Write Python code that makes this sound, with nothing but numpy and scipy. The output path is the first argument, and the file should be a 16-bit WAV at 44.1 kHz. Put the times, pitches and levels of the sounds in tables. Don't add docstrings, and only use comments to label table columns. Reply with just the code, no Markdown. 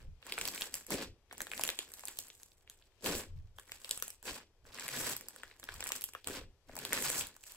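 import sys
import numpy as np
from scipy import signal
from scipy.fft import rfft, irfft
from scipy.io import wavfile
from scipy.ndimage import uniform_filter1d

SR = 44100
rng = np.random.default_rng(int(sys.argv[2]) if len(sys.argv) > 2 else 0)


def wav_out(sig):
    wavfile.write(sys.argv[1], SR, np.round(np.clip(np.atleast_2d(sig).T, -1, 1) * 32767).astype(np.int16))


N = 333396
PLACES = 6
BURST_SAMPLES = 600
REFERENCE_HZ = 2600


def gain_of(db):
    return 10 ** (np.asarray(db) / 20)


def evened(x):
    return x / np.sqrt(np.mean(x ** 2) + 1e-30)


def read(points, hz):
    f, value = np.transpose(points)
    return np.interp(np.log(hz + 1), np.log(f + 1), value)


def coloured(x, points):
    hz = np.fft.rfftfreq(len(x), 1 / SR)
    return irfft(rfft(x) * gain_of(read(points, hz)), len(x))


def add(mix, s, sound):
    part = mix[round(s * SR):][:len(sound)]
    part += sound[:len(part)]


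# (frequency [Hz], relative level [dB per Hz])
HUSH_COLOUR = [(60, -24), (120, -18.5), (400, 3), (1000, -5.5), (3000, -16), (6000, -18.5), (9000, -22),
               (12500, -20.5), (14000, -66)]
HUSH_DB = -78.5


def hush():
    return gain_of(HUSH_DB) * evened(coloured(rng.standard_normal(N), HUSH_COLOUR))


# (frequency [Hz], relative level [dB per Hz])
RUMBLE_COLOUR = [(12, -10.5), (20, 5), (38, -3.5), (86, -2), (200, -24), (234, -56), (300, -38.5),
                 (390, -61), (660, -120)]
# (time of the crest [s], level of the shared part [dB])
GUSTS = [(0.088, -46), (.42, -57.5), (.96, -52.5), (1.09, -52.5), (1.41, -68), (2.781, -69), (3.16, -49),
         (3.33, -46), (3.38, -42.5), (3.45, -50), (3.56, -58.5), (3.749, -66), (4.32, -58), (4.67, -58.5),
         (5.03, -58), (5.472, -61.5), (5.769, -52), (6.3, -59), (6.439, -51), (6.721, -59), (6.951, -59),
         (7.07, -57), (7.222, -56)]
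GUST_RISE_DB_PER_S, GUST_FALL_DB_PER_S, CALM_DB = 168, 177, -72


def air():
    shared, opposed = (evened(coloured(v, RUMBLE_COLOUR)) for v in rng.standard_normal((2, N)))
    db = np.full(N, float(CALM_DB))
    for s, top_db in GUSTS:
        late = np.arange(N) / SR - s
        drop_db = np.maximum(GUST_FALL_DB_PER_S * late, -GUST_RISE_DB_PER_S * late)
        db = np.maximum(db, top_db - drop_db)
    return gain_of(db) * np.array([shared + 0.28 * opposed, shared - .24 * opposed])


STILL_DB = -81.5
RISE_BEND = 0.55


def gesture(t, start, fullest, end, full_db, end_db, fall):
    rise = np.clip((t - start) / (fullest - start), 0, 1)
    drifting_db = np.interp(t, [fullest, end], [full_db, end_db])
    db = STILL_DB + (drifting_db - STILL_DB) * rise ** RISE_BEND
    return (rise > 0) * gain_of(2 * (db - fall * np.maximum(t - end, 0)))


# (start [s], fullest [s], end [s], pocket level at fullest [dB],
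# pocket level at end [dB], snaps over pockets at fullest [dB], thumps over pockets at fullest [dB])
SQUEEZES = [(-.05, 0, 0.012, -62, -63, -5.5, -3.5), (.2, .32, 0.47, -51.5, -52, -3, -5.5),
            (.36, .5, 0.67, -53, -54.5, 4.5, -5.5), (.68, .75, 0.85, -57, -70, 3, -7.5),
            (1.295, 1.33, 1.42, -62.5, -58, -7, -3.5), (1.42, 1.62, 1.89, -56.5, -70.5, 7, -4),
            (1.86, 1.97, 2.16, -64.5, -65.5, 5, -7.5), (2.15, 2.22, 2.44, -66.5, -79.5, 5.5, -11),
            (2.4, 2.47, 2.62, -78, -84.5, 5, -8.5), (2.62, 2.72, 3.47, -79.5, -82.5, -7, -8.5),
            (3.55, 3.74, 3.82, -61.5, -66.5, 2.5, -13.5), (3.78, 3.88, 4.11, -63, -67.5, 7, -17),
            (5.1, 5.2, 5.62, -63, -71, -4.5, -7.5), (5.6, 5.84, 5.96, -52, -56.5, -2, -14.5),
            (5.86, 5.97, 5.974, -52, -55.5, 2.5, -12), (7.2, 7.28, 7.36, -60, -71.5, -2.5, -6.5),
            (7.36, 7.46, 7.76, -69, -63, 7.5, -14.5)]
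# (start [s], fullest [s], end [s], pocket level at fullest [dB],
# pocket level at end [dB], snaps over pockets at fullest [dB], thumps over pockets at fullest [dB])
RELEASES = [(.875, .92, 1.019, -44.5, -49.5, 0.16, 5), (3.005, 3.07, 3.213, -40.5, -51.5, -0.15, 0.5),
            (4.225, 4.27, 4.376, -47, -53.5, 0, -4.5), (6.245, 6.29, 6.38, -46.5, -48.5, -3.9, -1)]
# (start [s], fullest [s], end [s], pocket level at
# fullest [dB], pocket level at end [dB], snaps over pockets at fullest [dB], thumps over pockets at fullest [dB])
LIFTS = [(4.643, 4.739, 4.86, -55.5, -47.5, -6, -9), (4.799, 4.962, 5.12, -43, -45.5, -1.5, -7),
         (6.665, 6.763, 6.86, -57, -49.5, -6.5, -2), (6.82, 6.959, 7.21, -42.5, -43.5, -0.5, -8)]
SQUEEZE_DRIFT, RELEASE_DRIFT, LIFT_DRIFT = (3, -3), (5.6, -30), (25, -14.5)
FALL_DB_PER_S = (447.5, 296.5, 209)
AFTER_DB, AFTER_FALL_DB_PER_S = -33, 229
SURGE_DB, SURGE_S = 2.5, .04


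def effort():
    t = np.arange(0, N / SR, 1 / 1000)
    power = np.zeros((3, len(t)))
    kinds = (SQUEEZES, SQUEEZE_DRIFT), (RELEASES, RELEASE_DRIFT), (LIFTS, LIFT_DRIFT)
    for rows, (snap_drift, thump_drift) in kinds:
        for start, fullest, end, full_db, end_db, snap_db, thump_db in rows:
            layers = (snap_db, snap_drift), (0, 0), (thump_db, thump_drift)
            for k, (over_db, drift) in enumerate(layers):
                last_db = end_db + over_db + drift * (end - fullest)
                power[k] += gesture(t, start, fullest, end, full_db + over_db, last_db, FALL_DB_PER_S[k])
    for s, snap_db, _, pocket_db in POPS:
        fading_db = AFTER_DB - AFTER_FALL_DB_PER_S * np.abs(t - s)
        power[:2] += (t > s) * gain_of(2 * (fading_db + [[snap_db], [pocket_db]]))
    surge = evened(uniform_filter1d(rng.standard_normal(power.shape), round(SURGE_S / t[1]), axis=1))
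    gains = np.sqrt(power) * gain_of(SURGE_DB * surge)
    return [np.interp(np.arange(N) / SR, t, g) for g in gains]


def ring(hz, turns, lag, glide):
    u = np.maximum(np.arange(BURST_SAMPLES) / SR - lag, 0) * hz / turns
    envelope = np.e * u * np.exp(-u)
    return envelope * np.sin(2 * np.pi * turns * u * (1 - glide * np.tanh(u)))


def trailing(x, turns):
    hz = np.fft.rfftfreq(len(x), 1 / SR)
    return irfft(rfft(x) * np.exp(-2j * np.pi * turns * np.log(1 + hz / 150)), len(x))


# (frequency [Hz], gain [dB])
SNAP = [(3000, -12), (5500, -5), (8000, 1.5), (10500, -1.5), (13000, -3), (15600, -6), (16400, -47.5)]
# (frequency [Hz], gain [dB])
SPLASH = [(400, -29.5), (900, -17), (2200, 13.5), (4500, 11), (7000, -26)]


def burst(chance, pocket_hz, thump_hz):
    t = np.arange(BURST_SAMPLES) / SR - .001
    away = np.maximum(t, -1.5 * t)
    snap = coloured(chance * np.exp(-away / .00028), SNAP)
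    shifted = [(hz * np.sqrt(pocket_hz / REFERENCE_HZ), db) for hz, db in SPLASH]
    spit = coloured(chance[::-1] * np.exp(-away / 0.00019), shifted)
    pocket = ring(pocket_hz, turns=0.49, lag=0.0008735, glide=0.0043) + .8 * spit / abs(spit).max()
    thump = ring(thump_hz, turns=0.73, lag=0.00227, glide=0.16)
    return [p / abs(p).max() for p in (snap, trailing(pocket, turns=.9), thump)]


POCKET_TILT_DB = 1


def crackle(count=24):
    clumps_db = 5.0 * evened(uniform_filter1d(rng.standard_normal(N), size=500))
    gains = effort()
    per_s = np.clip(1800 * (gains[1] / gain_of(-57)) ** .6, 180, 4500)
    clumped_per_s = per_s * gain_of(clumps_db * (600 / per_s) ** .25)
    size = gain_of(2.4 * np.minimum(rng.exponential(1, N), 4.2)) / np.sqrt(per_s)
    size *= rng.choice([-1., 1.], N) * (rng.random(N) < clumped_per_s / SR)
    kind, parts = rng.integers(0, count, N), np.zeros((3, PLACES, N))
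    pitches = zip(rng.permutation(np.geomspace(800, 5500, count)), np.geomspace(250, 640, count))
    for k, (pocket_hz, thump_hz) in enumerate(pitches):
        chance = rng.standard_normal(BURST_SAMPLES)
        shapes = np.array([evened(p) for p in burst(chance, pocket_hz, thump_hz)])
        shapes *= gain_of(2.67 * rng.standard_normal((3, 1)))
        shapes[1] *= gain_of(POCKET_TILT_DB * np.log2(pocket_hz / REFERENCE_HZ))
        train = (size * (kind == k))[None]
        parts[:, k % PLACES] += signal.oaconvolve(train, shapes, axes=1)[:, :N]
    return sum(g * evened(p) / np.sqrt(PLACES) for g, p in zip(gains, parts))


# (time [s], film snap peak level [dB], pocket pitch [Hz], pocket peak level [dB])
POPS = [(0.228, -61, 2240, -42.5), (0.267, -33, 1176, -44), (0.2974, -37, 3520, -36.5),
        (0.3233, -26.0, 3130, -22), (0.339, -35.0, 3710, -34), (0.3797, -37.0, 1723, -24.0),
        (0.387, -22, 3090, -31.5), (0.413, -23, 2470, -23), (0.4542, -21.5, 3620, -21.5),
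        (0.477, -20, 2190, -30), (0.4862, -25.0, 4220, -23.5), (0.549, -25.5, 2346, -45.5),
        (0.56, -28, 2026, -41), (0.578, -31.5, 2300, -30), (0.6104, -23, 3640, -30),
        (0.6203, -25, 4040, -20), (0.6278, -35, 4150, -29.5), (0.7419, -17, 3730, -28.0),
        (0.7541, -24, 1935, -45), (0.867, -31, 1970, -58.5), (0.9057, -20.5, 822, -36),
        (0.9218, -27.5, 2550, -26.5), (0.941, -26, 2620, -29.5), (1.312, -58.5, 1660, -37.5),
        (1.327, -34, 903, -41.5), (1.333, -39.5, 1815, -47), (1.3808, -32.5, 1243, -53),
        (1.4055, -30.5, 2040, -26.5), (1.4182, -21.5, 4150, -38.5), (1.4694, -38, 1760, -31.5),
        (1.5163, -32, 2220, -27.5), (1.5246, -38.5, 1420, -44), (1.5352, -32.5, 2234, -26.5),
        (1.5786, -27.5, 2325, -32), (1.5952, -25, 820, -31), (1.612, -23.5, 3340, -32.5),
        (1.637, -11.5, 2640, -20.5), (1.6514, -29, 2330, -28.5), (1.667, -29.5, 2455, -37),
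        (1.6771, -20.5, 3480, -27.5), (1.6905, -23, 3400, -17), (1.702, -21.5, 3250, -28),
        (1.79, -20, 3590, -20.5), (1.919, -33.5, 2240, -49.5), (1.9383, -27, 3880, -41.5),
        (1.995, -33, 2090, -48.5), (2.0364, -60.5, 887, -40.5), (2.0544, -23.5, 3020, -45),
        (2.0742, -28.5, 3520, -48), (2.0836, -24.5, 2940, -29), (2.1731, -35, 2500, -46.5),
        (2.189, -19, 3930, -30.5), (2.2838, -39.5, 2360, -60), (2.3019, -50, 3560, -38),
        (2.4328, -34.5, 3760, -48.5), (2.519, -55, 3860, -48.5), (2.6763, -61, 2280, -45.0),
        (2.699, -30.5, 3420, -39), (2.824, -70, 3020, -49.5), (3.0441, -42.5, 3540, -31.5),
        (3.0612, -25.5, 3090, -23.5), (3.1521, -22, 2700, -31.5), (3.5857, -42, 1460, -35.5),
        (3.5976, -36, 1650, -47), (3.695, -56, 2100, -41.5), (3.7197, -29.0, 2985, -32.0),
        (3.8465, -32.5, 3820, -28.5), (3.8934, -28.5, 2870, -40.5), (3.9111, -14.5, 4400, -18),
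        (3.9763, -24, 2970, -39), (4.0004, -32, 2510, -42.5), (4.0247, -15.5, 1550, -29.5),
        (4.081, -24.5, 3120, -45.5), (4.1043, -29.5, 3620, -43.5), (4.2282, -36.5, 1397, -49),
        (4.653, -60.5, 1500, -51), (4.7456, -33.5, 1370, -46), (4.7866, -40.5, 1870, -34.5),
        (4.797, -25.5, 2060, -38.5), (4.881, -23.5, 2520, -29.5), (4.8887, -25, 2450, -28),
        (4.973, -35, 2730, -28.5), (5.0956, -21.5, 1362, -35), (5.1333, -28, 3230, -38),
        (5.1661, -22, 3530, -39.5), (5.2103, -30, 1615, -43.5), (5.2857, -27.5, 3600, -44.5),
        (5.3623, -36.5, 1654, -42.5), (5.4342, -39, 1617, -32), (5.513, -54.5, 2330, -42.5),
        (5.598, -35.5, 1985, -50.5), (5.6303, -52.5, 1870, -37.5), (5.6405, -27.5, 3060, -43),
        (5.6892, -45.5, 1633, -28.5), (5.7414, -31.5, 1190, -45.5), (5.8067, -26.5, 2270, -30),
        (5.8267, -34, 1820, -29.5), (5.8404, -23.5, 2260, -40.5), (5.862, -54, 1610, -30),
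        (5.8703, -21.5, 2140, -35), (5.8766, -26, 3145, -40.5), (5.891, -23, 3290, -39.5),
        (5.9042, -55, 1027, -35.5), (5.9204, -18.5, 2404, -23.5), (5.9631, -24, 3020, -37.5),
        (6.011, -27, 3220, -39.5), (6.02, -26, 3950, -37.5), (6.0404, -15.5, 3090, -35),
        (6.0886, -34.5, 1100, -46), (6.1358, -35, 2600, -40), (6.1505, -38.5, 1370, -30.5),
        (6.2448, -37.5, 3000, -37.5), (6.2731, -20, 3010, -30.5), (6.285, -30, 1540, -35),
        (6.695, -60, 692, -43.5), (6.7545, -32, 984, -45), (6.7666, -25, 826, -38.5),
        (6.7776, -33.5, 842, -40), (6.7897, -24.5, 4030, -32.5), (6.8514, -23.5, 3490, -21.5),
        (6.9255, -51.5, 1836, -23), (6.9316, -12, 1760, -22), (6.9426, -24, 2674, -27.5),
        (6.9761, -45.5, 1915, -23.5), (7.024, -19, 2016, -29.5), (7.059, -40.5, 1190, -33.5),
        (7.0836, -27.5, 2860, -29), (7.1017, -17, 1704, -29.5), (7.2103, -34.5, 3050, -23),
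        (7.2208, -39.5, 3340, -31.5), (7.2702, -31.5, 4290, -40), (7.3654, -37, 1206, -50),
        (7.4379, -37.5, 2730, -42), (7.5207, -33.5, 2710, -51)]
THUMP_DB, THUMP_DB_PER_OCTAVE = -22, -4


def pops():
    out = np.zeros((PLACES, N))
    chance = rng.standard_normal((len(POPS), BURST_SAMPLES + 1))
    copies = rng.random((len(POPS), 5, 2))
    for (s, snap_db, hz, pocket_db), c, scattered in zip(POPS, chance, copies):
        snap, pocket, thump = burst(c[:-1], hz, 540 * gain_of(1.1 * c[0]))
        sound = gain_of(snap_db) * snap + gain_of(pocket_db) * pocket
        thump_db = pocket_db + THUMP_DB + THUMP_DB_PER_OCTAVE * np.log2(hz / REFERENCE_HZ)
        place = out[int(abs(c[-1]) * 1000) % PLACES]
        add(place, s - .0011, sound + gain_of(thump_db) * thump)
        for when, weak in scattered:
            add(place, s - .003 + .006 * when, sound * gain_of(-14 - 12 * weak))
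    return out


# (nominal delay [s], level [dB])
ECHOES = [(.0015, -11.5), (.0038, -22.5), (0.01, -26.5)]
# (frequency [Hz], time to fall 60 dB [s])
ROOM = [(300, 0.31), (1000, 0.08), (3000, 0.23), (8000, 0.18), (15000, 0.096)]


def room(x):
    taps = np.zeros(SR // 3)
    at = np.arange(200, len(taps) - 20, 20)
    taps[at + rng.integers(0, 20, len(at))] = rng.choice([-1., 1.], len(at))
    hz, t, z = signal.stft(taps, SR, nperseg=256)
    decay = gain_of(-60 * t / read(ROOM, hz)[:, None])
    tail = signal.istft(z * decay, SR, nperseg=256)[1]
    tail *= gain_of(-10.0) / np.linalg.norm(tail)
    for s, db in ECHOES:
        add(tail, s * rng.uniform(.8, 1.5), gain_of([db]))
    return signal.oaconvolve(x, tail)[:N]


# (frequency [Hz], phase spread per unit of scatter [rad], left over right [dB])
PORTS = [(0, .28, 0), (500, .36, 2.3), (1200, .6, 3), (2200, 1.4, 1.3), (4000, 1.8, -2), (5800, 2.2, -2.5),
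         (7200, .65, 0), (16000, .4, 0)]
# (frequency [Hz], lead of the left port over the right [rad])
LEAD = [(0, 0), (1600, -.2), (3000, 1.5), (5500, 3.5), (6500, 2.2), (7800, 0), (15400, -12.57)]


def ports(x, scatter):
    hz = np.fft.rfftfreq(N, 1 / SR)
    f, *columns = np.transpose(PORTS)
    spread, louder_db = (np.interp(hz, f, c) for c in columns)
    turn = np.interp(hz, *np.transpose(LEAD)) + spread * scatter
    left = gain_of(louder_db / 2) * (rfft(x) * np.exp(1j * turn)).sum(0)
    right = gain_of(-louder_db / 2) * rfft(x.sum(0))
    return irfft([left, right], N)


# (frequency [Hz], relative level [dB per Hz])
TABLE_COLOUR = [(80, -28), (115, -3), (140, 3.5), (175, -21), (260, -54)]
TABLE_DB = -7.5


def table():
    t = np.arange(N) / SR
    power = np.zeros(N)
    for start, fullest, end, full_db, end_db, _, thump_db in LIFTS:
        power += gesture(t, start, fullest, end, full_db + thump_db, end_db + thump_db, FALL_DB_PER_S[2])
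    boom = evened(coloured(rng.standard_normal(N), TABLE_COLOUR))
    return gain_of(TABLE_DB) * np.sqrt(power) * boom


def scene():
    slime = pops() + crackle()
    places = np.linspace(-1.6, 1.6, PLACES)[:, None]
    direct = ports(slime, places)
    around = evened(uniform_filter1d(rng.standard_normal(N // 2 + 1), size=400))
    diffuse = ports((sum(map(room, slime)) + hush())[None], 0.36 * around)
    return direct + diffuse + air() + table()


def record(dry):
    lowpass = signal.firwin(511, 16900, window=("kaiser", 9), fs=SR)
    return signal.oaconvolve(dry, lowpass[None], "same")


dry = scene()
out = record(dry)
wav_out(out)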